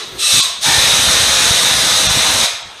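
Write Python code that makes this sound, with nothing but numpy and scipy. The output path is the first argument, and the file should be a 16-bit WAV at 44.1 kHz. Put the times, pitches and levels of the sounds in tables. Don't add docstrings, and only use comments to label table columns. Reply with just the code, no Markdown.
import sys
import numpy as np
from scipy import signal
from scipy.fft import rfft, irfft, dct, next_fast_len
from scipy.io import wavfile
from scipy.ndimage import uniform_filter1d, map_coordinates

SR = 44100
rng = np.random.default_rng(int(sys.argv[2]) if len(sys.argv) > 2 else 0)


def generate_wav(sig):
    pcm = np.round(np.clip(np.atleast_2d(sig).T, -1, 1) * 32767).astype(np.int16)
    wavfile.write(sys.argv[1], SR, pcm)


def invert_db(x):
    u = np.asarray(x, float) / 20
    return 10 ** u


N = 123479
LEAD = SR // 2
T = np.arange(-LEAD, N) / SR

# opens in seconds, shuts in seconds, settling time in seconds, hiss in dB, roar in dB.
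SQUEEZES = [
    (-.3, -.11, .05, -13.5, -21),
    (.17, .41, .1, -10.2, -23),
    (.598, 2.445, .02, -11.8, -16.3),
]
# frequency in Hz, level in dB per Hz.
HISS_COLOUR = [(900, -28), (2000, -11.5), (3000, -6.5), (5000, -2.5), (9000, -6), (12000, -14),
               (15000, -25)]
# frequency in Hz, level in dB per Hz.
ROAR_COLOUR = [(300, -25.5), (480, -2.5), (900, -2.5), (1800, -1), (2600, -1), (4000, -16.5), (7000, -43)]
# frequency in Hz, width in Hz, peak in dB.
BLAST_WHISTLES = [(867, 300, 6.5), (1800, 260, 7.5), (2295, 200, 7)]
# first pitch in Hz, last pitch in Hz, level in dB.
PUFF_WHISTLES = [(1333, 1120, -30.5), (2744, 2520, -24), (4075, 3900, -26), (8460, 8200, -22)]
# frequency in Hz, width in Hz, peak in dB.
SHUT_SQUEAL = [(1064, 150, 7)]
# start in seconds, end in seconds, level in dB.
DRAUGHTS = [
    (.01, 0.193, -37),
    (0.32, 0.398, -19.5),
    (0.652, 2.438, -25.5),
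]
# time in seconds, peak in dB.
THUMPS = [
    (0.786, -11.5),
    (0.94, -14),
    (1.077, -15),
    (1.511, -6),
    (1.641, -19),
    (2.073, -7),
    (2.089, -10),
    (2.111, -8),
]
# frequency in Hz, level in dB per Hz.
BUFFET_COLOUR = [(20, -28), (40, -7.5), (70, 0.6), (150, -2), (300, -4.5), (450, -10.5), (800, -25.5)]
# frequency in Hz, time to fall by 60 dB in seconds.
WALL_RING = [(300, 0.69), (1500, 0.75), (4000, 0.66), (8000, 0.47), (14000, 0.34)]
# frequency in Hz, width in Hz, peak in dB.
FLAME_TONES = [(357, 150, 7), (540, 190, 6)]
# frequency in Hz, level in dB per Hz.
AIR_COLOUR = [(30, -7), (70, -0.5), (300, -8.5), (800, 0.3), (3000, -4.5), (8000, -15), (15000, -35)]
# frequency in Hz, width in Hz, gain in dB.
MIC_PEAKS = [(3724, 755, 10), (6550, 1230, 4), (7230, 620, -6.5), (8330, 760, 3.5)]
# frequency in Hz, rounding step over band level in dB.
COARSENESS = [(200, -4), (2000, -3), (6000, -6), (11000, -4.5), (15000, -4)]
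# frequency in Hz, share of bands lost from 0 to 1.
LOST_SHARE = [(11000, 0), (12500, .08), (13300, .42), (15000, .4)]
STARVED_FRAMES = np.array([19, 97, 123])

RISE_S, SHUT_S = .044, .032
TOP_HZ = 15000


def unit(x):
    return x / np.sqrt(np.mean(x ** 2) + 1e-20)


def along(points, hz):
    f, value = np.transpose(points)
    return np.interp(np.log(hz + 1), np.log(f + 1), value)


def bumps(rows, hz):
    return sum(db * np.exp(-.5 * ((hz - centre) / (width / 2)) ** 2) for centre, width, db in rows)


def wobble(rate):
    return map_coordinates(rng.standard_normal(900), [(T - T[0]) * min(rate, 260)])


def filtered(x, response):
    m = next_fast_len(x.shape[-1] + 8192)
    spectrum = rfft(x, m) * response(np.fft.rfftfreq(m, 1 / SR))
    return irfft(spectrum, m)[..., :x.shape[-1]]


def rush(response, patchy_db):
    z = signal.stft(rng.standard_normal(len(T) + 512), nperseg=512)[2]
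    patches = uniform_filter1d(rng.standard_normal(z.shape), size=6, axis=0)
    patches = uniform_filter1d(patches, size=10, axis=1)
    x = signal.istft(z * invert_db(patchy_db * unit(patches)), nperseg=512)[1][:len(T)]
    return unit(filtered(x, response))


def coloured(colour, patchy_db):
    return rush(lambda hz: invert_db(along(colour, hz)), patchy_db)


def ring(rows):
    return rush(lambda hz: invert_db(bumps(rows, hz) * 4), patchy_db=1.5)


def gate(start, end, rise, fall):
    opening = np.clip((T - start) / rise, 0, 1)
    closing = np.clip((end + fall - T) / fall, 0, 1)
    return np.sin(np.pi / 2 * opening * closing) ** 2


def jet():
    sag_db_per_s, swell_db = -1.46, -7
    flutter_db = .3 * wobble(6.47) + 0.44 * wobble(40.3)
    hiss, roar = np.zeros(len(T)), np.zeros(len(T))
    for start, end, settle, hiss_db, roar_db in SQUEEZES:
        age = np.maximum(T - start, 0)
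        flow_db = sag_db_per_s * age + swell_db * np.exp(-age / settle) + flutter_db
        flow = gate(start, end, RISE_S, SHUT_S) * invert_db(flow_db)
        hiss += invert_db(hiss_db) * flow
        roar += invert_db(roar_db) * flow * gate(start, end, 1.4 * RISE_S + settle, SHUT_S)
    whistles = valve_whistles()
    hiss = hiss * coloured(HISS_COLOUR, patchy_db=.7)
    roar = roar * coloured(ROAR_COLOUR, patchy_db=1.76)
    return hiss + roar + whistles


def valve_whistles():
    _, (opens, shuts, *_), (blast, *_) = SQUEEZES
    puff = gate(opens, shuts - .03, 0.058, 0.044) * sinking(PUFF_WHISTLES, opens, shuts)
    squeal = invert_db(-27) * gate(shuts - .03, shuts + .03, 0.016, .1) * ring(SHUT_SQUEAL)
    first_rush = invert_db(-16) * gate(blast + 0.025, blast + .11, RISE_S, 0.1) * ring(BLAST_WHISTLES)
    return puff + squeal + first_rush


def sinking(rows, start, end):
    way = np.clip((T - start) / (end - start), 0, 1)
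    total = np.zeros(len(T))
    for first_hz, last_hz, db in rows:
        phase = 2 * np.pi * np.cumsum(first_hz + (last_hz - first_hz) * way) / SR
        total += invert_db(db) * (wobble(200) * np.cos(phase) + wobble(200) * np.sin(phase))
    return total


def walls(x):
    hz, t, z = signal.stft(rng.standard_normal((4, SR)), SR, nperseg=256)
    decay_db = -60 * t / along(WALL_RING, hz)[:, None]
    tails = signal.istft(z * invert_db(decay_db), SR, nperseg=256)[1]
    share = np.abs(np.cos(np.pi * (T / 1.2 + np.arange(4)[:, None] / 4))) / np.sqrt(2)
    wet = signal.fftconvolve(x * share, tails / np.linalg.norm(tails[0]), axes=1).sum(axis=0)
    return np.pad(wet, (200, 0))[:len(x)]


def draught():
    thump_s, thump_hz = .002, 90
    level = sum(invert_db(db) * gate(start, end, 0.026, 0.0092) for start, end, db in DRAUGHTS)
    lumps_db = 2.5 * wobble(24.08) + 2.2 * wobble(70)
    buffeting = level * unit(invert_db(lumps_db) * coloured(BUFFET_COLOUR, patchy_db=1.5))
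    thumps = np.zeros(len(T))
    for time, db in THUMPS:
        swell = np.exp(-.5 * ((T - time) / thump_s) ** 2)
        thumps += invert_db(db) * swell * np.cos(2 * np.pi * thump_hz * (T - time) - .6)
    return buffeting + thumps


def flame():
    return invert_db(-36) * gate(-.4, 0.22, .05, 0.071) * ring(FLAME_TONES)


def building_air():
    return invert_db(-33.5) * coloured(AIR_COLOUR, patchy_db=3.0)


def scene():
    gas = jet()
    air = building_air()
    mono = invert_db(-1.6) * gas + invert_db(-2.5) * walls(gas) + draught() + flame() + air
    return np.array([mono[LEAD:], mono[LEAD:]])


def microphone(x):
    low_cut_hz = 25
    return filtered(x, lambda hz: invert_db(bumps(MIC_PEAKS, hz) - 3) * (hz < TOP_HZ)
                    * hz ** 2 / (hz ** 2 + low_cut_hz ** 2))


def soft_clip(x):
    top, hardness = .86, 6.5
    return x / (1 + np.abs(x / top) ** hardness) ** (1 / hardness)


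def camera_grain(x):
    size, lag, spread_db, starved_db = 940, 640, 3, 20.5
    k = np.arange(size)
    window = np.sin(np.pi * (np.arange(2 * size) + .5) / (2 * size))
    front = 2 * size - lag
    padded = np.pad(x, (front, 3 * size))
    blocks = padded[:(len(x) // size + 4) * size].reshape(-1, size)
    p, q, r, s = np.split(np.hstack([blocks[:-1], blocks[1:]]) * window, 4, axis=1)
    c = dct(np.hstack([-r[:, ::-1] - s, p - q[:, ::-1]]), type=4, norm="ortho")

    band, hz = k // 10, k * SR / 2 / size
    level = np.sqrt(np.add.reduceat(c ** 2, np.arange(0, size, 10), axis=1) / 10 + 1e-20)
    luck = unit(uniform_filter1d(rng.standard_normal(level.shape), size=2, axis=0))[:, band]
    step = level[:, band] * invert_db(along(COARSENESS, hz) + spread_db * luck)
    kept = 1 / (1 + np.exp(1.7 * luck)) > along(LOST_SHARE, hz)
    starved = STARVED_FRAMES + 1
    step[starved] = invert_db(starved_db) * np.median(level[starved], axis=1)[:, None]
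    rounded = kept * np.sign(c) * np.floor(np.abs(c) / step + .4) * step

    u, v = np.split(dct(rounded, type=4, norm="ortho"), 2, axis=1)
    y = np.hstack([v, -v[:, ::-1], -u[:, ::-1], -u]) * window
    return (y[1:, :size] + y[:-1, size:]).ravel()[front - size:][:len(x)]


def top_cut(x):
    return signal.sosfilt(signal.butter(12, 15220, fs=SR, output="sos"), x)


def record(dry):
    x = soft_clip(microphone(dry.mean(axis=0)))
    x = filtered(camera_grain(x), lambda hz: hz < TOP_HZ)
    mix = x * np.ones_like(dry)
    return top_cut(mix)


dry = scene()
out = record(dry)
generate_wav(out)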